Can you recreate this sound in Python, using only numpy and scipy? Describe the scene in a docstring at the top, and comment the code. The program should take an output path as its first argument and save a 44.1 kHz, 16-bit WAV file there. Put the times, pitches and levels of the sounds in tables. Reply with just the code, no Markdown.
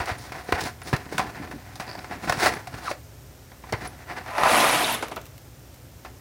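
"""Pouring pasta into a simmering pot

A pot of water simmers on a stove while fingers tap and rub a cardboard box of dry pasta and the pieces shift.
Random tiny impacts sound the box through its resonances; knocks, pings, slips and a swipe are placed one by one.
The pasta then rushes out in dense rattles, clicks, short rings and rising bubbles, and the water froths.
A few last pieces plop in and droplets spit; filtered noise, bubbles and steady tones make the stove and hum."""
import sys
import numpy as np
from scipy import signal
from scipy.fft import rfft, irfft, next_fast_len
from scipy.io import wavfile
from scipy.ndimage import map_coordinates

SR = 44100
rng = np.random.default_rng(int(sys.argv[2]) if len(sys.argv) > 2 else 0)


def waveform_to_disk(signal):
    """Save audio, clipped to [-1, 1], as 16-bit WAV at the path in sys.argv[1]."""
    frames = np.transpose(np.atleast_2d(signal))
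    scaled = np.clip(frames, -1, 1) * 32767
    samples = np.round(scaled).astype(np.int16)
    wavfile.write(sys.argv[1], SR, samples)


N = 273508  # length in samples

# All levels are relative: each layer is trimmed further where it is built.
# Burner rumble and simmer colour. Each row: frequency in Hz, level in dB.
STOVE_COLOUR = [(12, -46), (20, -22), (43, -15), (65, -3.5), (123, -3), (204, -19.5), (241, -15),
                (410, -17), (472, -23.5), (513, -17.5), (1150, -28.5), (1260, -27), (2670, -31),
                (13500, -39), (16000, -53)]
# Steam hiss colour. Each row: frequency in Hz, level in dB.
STEAM_COLOUR = [(3000, -24), (5500, 0), (9000, -6), (12000, -11), (14000, 2), (16000, -10)]
# Hum of a kitchen appliance. Each row: frequency in Hz, rms level in dB.
HUM_TONES = [(60, -54.5), (120, -58.5), (240, -70), (266, -66)]

# Finger strokes over the box. Each row: start in seconds, length in seconds, rub on the card in dB,
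# flexing of the walls in dB, scratch in dB.
STROKES = [(0, 0.012, -25.5, -37.5, -43), (0.081, .04, -26.5, -56, -43.5), (.19, 0.056, -48, -47, -45),
           (0.359, 0.038, -32.5, -49, -48.5), (0.486, 0.061, -36.5, -43, -48),
           (.555, 0.033, -28.5, -45, -47), (0.611, 0.055, -32, -36.5, -40.5),
           (0.862, 0.038, -37.5, -41, -42.5), (0.977, 0.028, -41, -56, -55),
           (1.128, 0.071, -36.5, -37, -45.5), (1.217, 0.074, -38.5, -38, -60),
           (1.364, 0.079, -37, -38.5, -56), (1.509, 0.027, -40, -35.5, -54), (1.88, 0.017, -38, -43, -54),
           (1.982, 0.0084, -38.5, -39.5, -58), (2.115, 0.032, -33.5, -38.5, -51.5),
           (2.24, 0.068, -30, -35, -41), (2.323, 0.059, -34, -42, -45), (2.385, .045, -28, -47, -35),
           (2.432, 0.042, -17.5, -32, -28.5), (2.51, 0.069, -33, -42, -47),
           (2.717, 0.11, -38.5, -45, -50.5), (2.85, 0.052, -35.5, -51, -40.5),
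           (3.678, .015, -43.5, -54, -58), (3.82, 0.017, -31.5, -39, -45), (4.014, .012, -43.5, -58, -57),
           (4.095, 0.016, -28, -43, -48), (4.167, 0.02, -31.5, -42, -49), (4.271, 0.043, -35, -57, -55)]
STROKE_ATTACK_S, STROKE_RELEASE_S = 0.017, 0.032  # time for 10 dB
# Pasta shifting in the held box. Each row: time in seconds, rub level in dB.
SHIFTING = [(0, -40.5), (.65, -46.5), (.76, -52), (1.2, -41.5), (1.65, -47), (2.05, -42.5), (2.55, -45),
            (2.9, -52), (3.03, -66), (3.55, -62), (3.8, -43), (4.3, -57), (4.5, -75)]
SHIFT_FLEX_DB, SHIFT_SCRATCH_DB = -10.5, -12.5  # relative to the rub
# Resonances of the closed box. Each row: frequency in Hz, width in Hz, level in dB.
BOX_MODES = [(342, 100, -1), (745, 77, 0.5), (1010, 96, -2.5), (1370, 33, 0), (1510, 71, -1.5),
             (1770, 230, -0.5), (2020, 210, -4), (2610, 460, -4.5)]
# Broad colour of the card. Each row: frequency in Hz, level in dB.
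CARD_COLOUR = [(100, -37.5), (350, -3), (500, -2), (750, 2.5), (1400, -2.5), (2200, -4), (3100, -14),
               (5000, -14.5), (9000, -48)]
# Dull colour of the bending walls. Each row: frequency in Hz, level in dB.
FLEX_COLOUR = [(30, -32), (70, -1), (140, -0.5), (300, -1.5), (480, -12), (900, -32.5), (2000, -56)]
# Bright colour of the scratched surface. Each row: frequency in Hz, level in dB.
SCRATCH_COLOUR = [(1200, -41), (2800, -3.5), (4000, 4.5), (5500, 3.5), (7500, -3.5), (10000, -2),
                  (12000, -14.5), (16000, -5.5)]

# Knocks of fingers and pasta on the box. Each row: start in seconds, knock in dB, wall swing in dB,
# swing pitch in Hz, crack in dB, time for the chatter to fall 60 dB in seconds.
KNOCKS = [(.001, -27, -27, 81, -48, 0.093), (.057, -38, -48, 200, -32.5, 0.048),
          (.1, -26, -39, 300, -45, 0.1), (.114, -37, -25.5, 94, -44, .055),
          (0.32, -27, -31, 354, -39, 0.076), (0.49, -26, -22.5, 384, -50, 0.026),
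          (.523, -9, -17.5, 380, -22.5, 0.023), (0.529, -28.5, -22, 79, -56, 0.19),
          (.607, -43, -45, 250, -26.5, 0.072), (.638, -44, -23.5, 314, -29, 0.032),
          (0.817, -33.5, -55, 750, -42, 0.069), (.873, -33, -44, 200, -34.5, 0.055),
          (.929, -19, -15, 401, -32, .11), (.935, -20.5, -13, 131, -37, .11),
          (.963, -32, -48, 200, -31, .042), (1.064, -38.5, -32.5, 278, -61, .065),
          (1.125, -38, -22, 423, -53, 0.047), (1.181, -19.5, -14, 2700, -21.5, 0.08),
          (1.193, -18, -24, 196, -42, 0.14), (1.474, -32.5, -44, 300, -52, .02),
          (1.512, -31.5, -40, 270, -42, 0.066), (1.755, -38, -52, 200, -38.5, 0.079),
          (1.798, -28.5, -31.5, 177, -36, 0.21), (1.954, -36, -28, 764, -53, 0.039),
          (2.044, -31, -28.5, 760, -44, 0.038), (2.11, -27, -33, 197, -49, 0.081),
          (2.274, -25.5, -25, 163, -50, 0.25), (2.296, -13, -23.5, 108, -21.5, 0.051),
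          (2.323, -16.5, -36, 300, -27, 0.043), (2.376, -32, -26.5, 136, -49, .05),
          (2.438, -19, -42, 200, -31, .07), (2.46, -11, -18, 750, -25.5, 0.062),
          (2.537, -24.5, -49, 300, -33, 0.037), (2.671, -28.5, -48, 745, -34, 0.046),
          (2.74, -26, -35.5, 129, -54, 0.028), (2.912, -25, -27, 400, -35.5, 0.063),
          (3.517, -40, -48, 199, -50, 0.038), (3.637, -40.5, -36, 119, -54, 0.1),
          (3.724, -26.5, -23, 453, -26.5, .032), (3.729, -22, -14.5, 613, -41, 0.1),
          (3.736, -26, -23, 111, -48, 0.066), (3.872, -37, -41, 400, -40, 0.039),
          (4.261, -32, -59, 300, -44, 0.025), (4.381, -20.5, -24, 800, -35, 0.16),
          (4.435, -14, -2, 1020, -25, 0.039), (6.048, -33, -51, 900, -46, 0.15)]
# Hard pieces of pasta ringing against each other. Each row: start in seconds, level in dB, pitch in Hz.
PINGS = [(.183, -42, 9800), (.444, -50, 10100), (.833, -42.5, 9840), (2.55, -44, 10500),
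         (3.875, -33.5, 10200), (4.72, -26, 9800), (4.845, -21, 3780), (4.905, -36, 10300),
         (4.925, -26, 12800), (4.943, -26, 11100)]
# A flap slipping over the card in jerks. Each row: start in seconds, level in dB.
FLAP_SLIPS = [(1.866, -45), (1.879, -41), (1.892, -36), (1.9, -37), (1.914, -36), (1.931, -38),
              (1.953, -39), (1.975, -48), (1.992, -38)]
# A finger sliding along an edge and slowing. Each row: time in seconds, pitch in Hz, level in dB.
SWIPE_PATH = [(2.829, 1933, -54), (2.86, 1591, -39.5), (2.883, 1165, -27), (2.9, 891, -39),
              (2.916, 620, -31), (2.938, 477, -51)]
# Resonances of the stiff card edge. Each row: frequency in Hz, width in Hz, level in dB.
EDGE_MODES = [(3900, 200, 6), (5160, 300, -1), (6260, 350, -1)]

# Colour of pasta rattling down the box. Each row: frequency in Hz, level in dB.
RATTLE_COLOUR = [(150, -44), (420, -10.5), (650, 2.5), (1050, -6.5), (1400, -2.5), (2400, -5), (3300, -19),
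                 (6000, -19), (12000, -66)]
# Resonances of the open box. Each row: frequency in Hz, width in Hz, level in dB.
OPEN_BOX_MODES = [(700, 220, -4), (1004, 33, 8), (1930, 67, -5), (2650, 82, -3)]
# Colour of pasta clicking on pasta. Each row: frequency in Hz, level in dB.
CLICK_COLOUR = [(700, -17), (1700, 4), (3500, 6.5), (4600, 1.5), (7000, -1), (9000, -4), (10200, 1.5),
                (11500, -24), (13500, -10), (16000, -29)]
# Low colour of pasta plunging into water. Each row: frequency in Hz, level in dB.
PLUNGE_COLOUR = [(40, -40), (110, -8.5), (160, -4.5), (290, 2.5), (500, -6.5), (1200, -23)]
FULL_S, THINNING_S, EMPTY_S = 4.45, 4.636, 4.955  # full flow, start of thinning, box empty
SWELL_DB_PER_S, TRAIL_DB_PER_S = 138, 130
EMPTY_DROP_DB, EMPTY_DROP_S = 7.5, 0.0094
FROTH_DB, FROTH_DB_PER_S = -35.5, 72  # level as the box empties, then the fall as the water settles

# Last pieces dropping into the water. 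Each row: start in seconds, plop in dB, tick in dB,
# bubble pitch in Hz, second bubble pitch in Hz.
PLOPS = [(5.025, -26, -31.5, 1420, 800), (5.114, -30, -41, 710, 257), (5.164, -28.5, -51, 1264, 387)]
# Colour of their splash. Each row: frequency in Hz, level in dB.
PLOP_COLOUR = [(100, -22), (250, -2), (600, 0.5), (1300, -3.5), (1800, -14), (2400, -9.5), (4000, -20),
               (10000, -42)]
PLOP_T60_S, SECOND_BUBBLE_S = 0.091, 0.0061  # splash decay, delay of the second bubble
# Splashed droplets spitting. Each row: start in seconds, level in dB.
SPITS = [(5.083, -38), (5.162, -35.5), (5.214, -42.5), (5.255, -42), (5.265, -45), (5.379, -43.5),
         (5.742, -46.5), (5.76, -52)]
# Colour of a spit. Each row: frequency in Hz, level in dB.
SPIT_COLOUR = [(500, -18), (2000, 4), (6000, 0), (11000, -4), (14000, 2), (16000, -5)]

# Decay of the kitchen's echo. Each row: frequency in Hz, time to fall 60 dB in seconds.
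KITCHEN_DECAY = [(150, 0.56), (800, 0.24), (3000, 0.25), (12000, 0.17)]
TOP_HZ = 15950  # band limit of the phone


def amp(db):
    """Decibels to gain."""
    return 10 ** (np.asarray(db) / 20)


def unit(x):
    """Scale to rms 1."""
    return x / np.sqrt(np.mean(x ** 2) + 1e-20)


def along(points, hz):
    """Read (Hz, value) points on a log frequency axis."""
    f, v = np.transpose(points)
    return np.interp(np.log(hz + 1), np.log(f), v)


def curves(rows):
    """One value per sample for each column after the time."""
    s, *cols = np.transpose(rows)
    return [np.interp(np.arange(N) / SR, s, c) for c in cols]


def wobble(rate):
    """A smooth random curve, rate knots a second."""
    knots = rng.standard_normal(int(N * rate / SR) + 4)
    return map_coordinates(knots, [np.arange(N) * rate / SR])


def add(track, s, sound):
    """Mix a sound into the track at time s."""
    part = track[max(0, round(s * SR)):][:len(sound)]
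    part += sound[:len(part)]


def body(spectrum, modes=(), size=8192):
    """Causal impulse response of energy 1: a broad colour with resonances standing on it."""
    hz = np.fft.rfftfreq(size, 1 / SR)
    peaks = 1 + sum(amp(db) ** 2 * 4 / (1 + (2 * (hz - f) / width) ** 2) for f, width, db in modes)
    # folding the cepstrum onto positive times gives minimum phase: the energy comes as early as it can
    cepstrum = irfft(np.log(amp(along(spectrum, hz)) * np.sqrt(peaks)))
    cepstrum[1:size // 2] *= 2
    cepstrum[size // 2 + 1:] = 0
    response = irfft(np.exp(rfft(cepstrum)))[:size // 2]
    return response / np.linalg.norm(response)


def through(x, response):
    """Sound x played through an impulse response."""
    return signal.fftconvolve(x, response)[:N]


def high_pass(x, hz):
    """A gentle second-order bass cut."""
    return signal.sosfilt(signal.butter(2, hz, "high", fs=SR, output="sos"), x)


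def contacts(rate, spread_db):
    """Random tiny impacts of uneven size, rate a second, rms 1."""
    chance, size, sign = rng.random(N), rng.standard_normal(N), rng.choice([-1, 1], N)
    impacts = sign * amp(spread_db * np.clip(size, -2, 2))
    return unit((chance < rate / SR) * impacts)


def grains(start_s, end_s, count, pitch_hz, octaves, cycles, rise=0, spread_db=4):
    """Short rings of random pitch and size, rms 1 while they last; bubbles rise in pitch, pasta does not."""
    t = np.arange(SR // 32) / SR
    start_time = start_s + (end_s - start_s) * rng.random((count, 1))
    start = (SR * start_time).astype(int)
    pitch, size = rng.standard_normal((count, 2)).T[:, :, None]
    turns = np.minimum(pitch_hz * 2 ** (octaves * pitch), SR / 3) * t
    age = np.minimum(turns / cycles, 2)
    level_db = spread_db * np.minimum(size, 2) - 27 * age
    rings = amp(level_db) * np.sin(2 * np.pi * turns * (1 + rise * age))
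    track = np.bincount(np.abs(start + np.arange(len(t))).ravel(), rings.ravel(), N)[:N]
    return unit(track) * np.sqrt((end_s - start_s) * SR / N)


def stove():
    """The burner rumbles, the water simmers with tiny bursting bubbles, an appliance hums."""
    rumble = amp(-47.0 + 0.11 * wobble(6)) * through(rng.standard_normal(N), body(STOVE_COLOUR))
    steam = amp(-59) * through(contacts(rate=9000, spread_db=6.5), body(STEAM_COLOUR))
    bubbles = grains(0, N / SR, count=1100, pitch_hz=2470, octaves=1.1, cycles=9.0, rise=.08)
    simmer = amp(-68.0) * bubbles
    t = np.arange(N) / SR
    hum = np.zeros(N)
    for hz, db in HUM_TONES:
        # the phase drifts a little
        hum += amp(db) * np.sqrt(2) * np.sin(2 * np.pi * hz * t + .5 * wobble(4.6))
    return rumble + steam + simmer + hum


def strokes():
    """Gains of rub, flex and scratch: each stroke swells, holds and fades over the faint shifting of the pasta."""
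    t = np.arange(N) / SR
    shift_db, = curves(SHIFTING)
    power = amp(np.array([shift_db, shift_db + SHIFT_FLEX_DB, shift_db + SHIFT_SCRATCH_DB])) ** 2
    for s, length, *levels_db in STROKES:
        before, after = np.maximum(s - t, 0), np.maximum(t - s - length, 0)
        fade = before / STROKE_ATTACK_S + after / STROKE_RELEASE_S  # in steps of 10 dB
        near = fade < 6
        power[:, near] += amp(np.array(levels_db)[:, None] - 10 * fade[near]) ** 2
    return np.sqrt(power)


def handling():
    """Fingers rub the card: dense slips sound the box, bend its walls and scratch its surface."""
    rub_gain, flex_gain, scratch_gain = strokes()
    grip = amp(2.6 * wobble(70))
    slips = grip * contacts(rate=2000, spread_db=2.5)
    rub = through(slips * rub_gain * amp(-4.0), body(CARD_COLOUR, BOX_MODES))
    bends = contacts(rate=810, spread_db=7)
    flex = through(bends * flex_gain * amp(-1.5), body(FLEX_COLOUR))
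    fibres = grip * contacts(rate=5000, spread_db=2.0)
    scratch = through(fibres * scratch_gain * amp(-1.5), body(SCRATCH_COLOUR))
    return rub + flex + scratch


def knocks():
    """Each knock is a brief crushing blow, a swing of the card wall and a dying chatter of the pieces inside."""
    out = np.zeros(N)
    t = np.arange(SR // 4) / SR
    bright = body(SCRATCH_COLOUR)
    for s, knock_db, swing_db, swing_hz, crack_db, t60 in KNOCKS:
        chatter = rng.standard_normal((2, len(t))) * (rng.random(len(t)) < .15) * 2.08
        chatter *= amp(-60 * t / t60)
        blow = rng.standard_normal(len(t)) * (1 - np.exp(-t / 0.0015)) * np.exp(-t / 0.003)
        # every spot on the box rings its modes at other strengths
        spot = [(hz, width, db + 4 * rng.standard_normal()) for hz, width, db in BOX_MODES]
        hit = 1.57 * blow + chatter[0] * (1 - np.exp(-t / 0.001))
        add(out, s, amp(knock_db) * signal.fftconvolve(hit, body(CARD_COLOUR, spot)))
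        crack = 0.49 * blow + chatter[1] * amp(-60 * t / 0.49)
        add(out, s, amp(crack_db) * signal.fftconvolve(crack, bright))
        # the soft wall swings for only a few cycles
        turns = swing_hz * t
        swing = np.sin(2 * np.pi * turns) * (1 - np.exp(-turns / 0.12)) * np.exp(-turns / 0.75)
        add(out, s, amp(swing_db + 6.5) * swing)
    return out


def ring(hz, t60, scatter):
    """A short burst of narrow noise, as from several close modes."""
    t = np.arange(SR // 16) / SR
    modes = hz * (1 + scatter * rng.standard_normal((6, 1)))
    phase = rng.uniform(0, 2 * np.pi, (6, 1))
    tones = np.sin(2 * np.pi * modes * t + phase).sum(0)
    return tones * amp(-60 * t / t60) / np.sqrt(3)


def pings():
    """Hard pieces of pasta strike each other and ring, glassy and short."""
    out = np.zeros(N)
    for s, db, hz in PINGS:
        add(out, s, amp(db) * ring(hz, t60=0.038, scatter=0.034))
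    return out


def flap_slips():
    """A flap jerks over the card: each slip chirps and ticks on the box."""
    out = np.zeros(N)
    tick = body(CARD_COLOUR, BOX_MODES)
    for s, db in FLAP_SLIPS:
        add(out, s, amp(db) * ring(hz=4700, t60=0.018, scatter=0.071))
        add(out, s, amp(db + 17) * tick)
    return out


def swipe():
    """A rough zip whose pitch falls as the finger slows, while the card edge hisses in its own modes."""
    hz, db = curves(SWIPE_PATH)
    ends = [SWIPE_PATH[0][0], SWIPE_PATH[-1][0]]
    sliding = np.interp(np.arange(N) / SR, ends, [1, 1], left=0, right=0)  # 1 during the swipe, else 0
    phase = 2 * np.pi * np.cumsum(hz * (1 + .11 * wobble(1200))) / SR
    tone = np.sin(phase) + amp(-14) * np.sin(2 * phase)
    zip_tone = unit(tone * amp(2.3 * wobble(400)))
    edge = through(contacts(rate=2500, spread_db=7), body(SCRATCH_COLOUR, EDGE_MODES))
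    return sliding * (amp(db) * zip_tone + amp(-32.0 + 0.52 * db) * edge)


def flow(lag_s, thinning_db_per_s):
    """Level of the stream in dB: it swells, holds, thins, drops as the box runs empty and trails off."""
    t = np.arange(N) / SR
    swell = SWELL_DB_PER_S * np.maximum(FULL_S + lag_s - t, 0)
    thinning = thinning_db_per_s * np.clip(t - THINNING_S, 0, EMPTY_S - THINNING_S)
    after = np.maximum(t - EMPTY_S, 0)
    drop = EMPTY_DROP_DB * np.minimum(after / EMPTY_DROP_S, 1)
    return -swell - thinning - drop - TRAIL_DB_PER_S * after


def pour():
    """Pieces tumble down the box; a moment later they click on each other and plunge into the frothing water."""
    rattle_db = flow(lag_s=0, thinning_db_per_s=39)
    plunge_db = flow(lag_s=.05, thinning_db_per_s=18)
    click_db = flow(lag_s=.065, thinning_db_per_s=18)
    span = FULL_S - .2, EMPTY_S + .5
    tumbling = contacts(rate=1400, spread_db=2) * amp(rattle_db - 21.0)
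    rattle = through(tumbling, body(RATTLE_COLOUR, OPEN_BOX_MODES))
    clumps = amp(0.93 * wobble(120))
    clicking = clumps * contacts(rate=3300, spread_db=1.0) * amp(click_db - 27.5)
    clicks = through(clicking, body(CLICK_COLOUR))
    clacks = grains(*span, count=800, pitch_hz=2697, octaves=.45, cycles=45, spread_db=4.5)
    clacks *= amp(click_db - 28.5)
    tinks = grains(*span, count=2600, pitch_hz=10500, octaves=0.19, cycles=110, spread_db=5.5)
    tinks *= amp(click_db - 32.5)
    plunging = contacts(rate=700, spread_db=2.5) * amp(plunge_db - 31.0)
    plunge = through(plunging, body(PLUNGE_COLOUR))
    bubbles = grains(*span, count=600, pitch_hz=1000, octaves=0.399, cycles=27.6, rise=0.091)
    bubbles *= amp(rattle_db - 22.5)
    # froth builds until the box is empty, then settles
    since_empty = np.arange(N) / SR - EMPTY_S
    froth_db = np.minimum(SWELL_DB_PER_S * since_empty, -FROTH_DB_PER_S * since_empty) + FROTH_DB
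    froth = grains(*span, count=2000, pitch_hz=1600, octaves=1.1, cycles=14, rise=.08)
    froth *= amp(froth_db)
    return rattle + clicks + clacks + tinks + plunge + bubbles + froth


def bubble(hz, cycles, rise):
    """A trapped pocket of air rings and rises in pitch."""
    turns = hz * np.arange(SR // 16) / SR
    age = np.minimum(turns / cycles, 3)
    tone = np.sin(2 * np.pi * turns * (1 + rise * age))
    return tone * amp(-25 * age) * (1 - np.exp(-turns))


def plops():
    """A late piece ticks on the surface, splashes and traps two bubbles."""
    out = np.zeros(N)
    t = np.arange(SR // 4) / SR
    water, bright = body(PLOP_COLOUR), body(CLICK_COLOUR)
    for s, plop_db, tick_db, first_hz, second_hz in PLOPS:
        splash, tick = rng.standard_normal((2, len(t)))
        splash *= amp(plop_db + 3 - 60 * t / PLOP_T60_S) * (1 - np.exp(-t / 0.0023))
        tick *= amp(tick_db - 60 * t / 0.1)
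        add(out, s, signal.fftconvolve(splash, water))
        add(out, s, signal.fftconvolve(tick, bright))
        add(out, s, amp(plop_db + 2.5) * bubble(first_hz, cycles=15, rise=.08))
        add(out, s + SECOND_BUBBLE_S, amp(plop_db - 5.0) * bubble(second_hz, cycles=11, rise=.06))
    return out


def spits():
    """Droplets burst with a tiny bright tick of fast-dying noise."""
    out = np.zeros(N)
    t = np.arange(SR // 32) / SR
    for s, db in SPITS:
        add(out, s, amp(db - 60 * t / 0.032) * rng.standard_normal(len(t)))
    return through(out, body(SPIT_COLOUR))


def kitchen(x):
    """Hard nearby walls answer; the treble dies first, and the small box throws little bass at them."""
    hz, t, z = signal.stft(rng.standard_normal(SR // 2), SR, nperseg=256)
    decay = amp(-60 * t / along(KITCHEN_DECAY, hz)[:, None])
    tail = signal.istft(z * decay, SR, nperseg=256)[1]
    tail = np.pad(tail, (SR // 256, 0))  # the echo starts about 4 ms late
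    return through(high_pass(x, hz=263), tail / np.linalg.norm(tail))


def scene():
    """The box and the pasta above the simmering pot."""
    box = handling() + knocks() + pings() + flap_slips() + swipe()
    near = box + pour() + plops() + spits()
    return (stove() + near + amp(-13) * kitchen(near))[None]


def record(dry):
    """The phone rounds off the highest peaks, cuts the deepest bass and keeps nothing above its band limit."""
    rounded = dry / (1 + np.abs(dry / .5) ** 6) ** (1 / 6)
    trimmed = high_pass(high_pass(rounded, hz=33), hz=33)
    m = next_fast_len(N + SR // 2)
    in_band = np.fft.rfftfreq(m, 1 / SR) < TOP_HZ
    return irfft(rfft(trimmed, m) * in_band, m)[..., :N]


dry = scene()
out = record(dry)
waveform_to_disk(out)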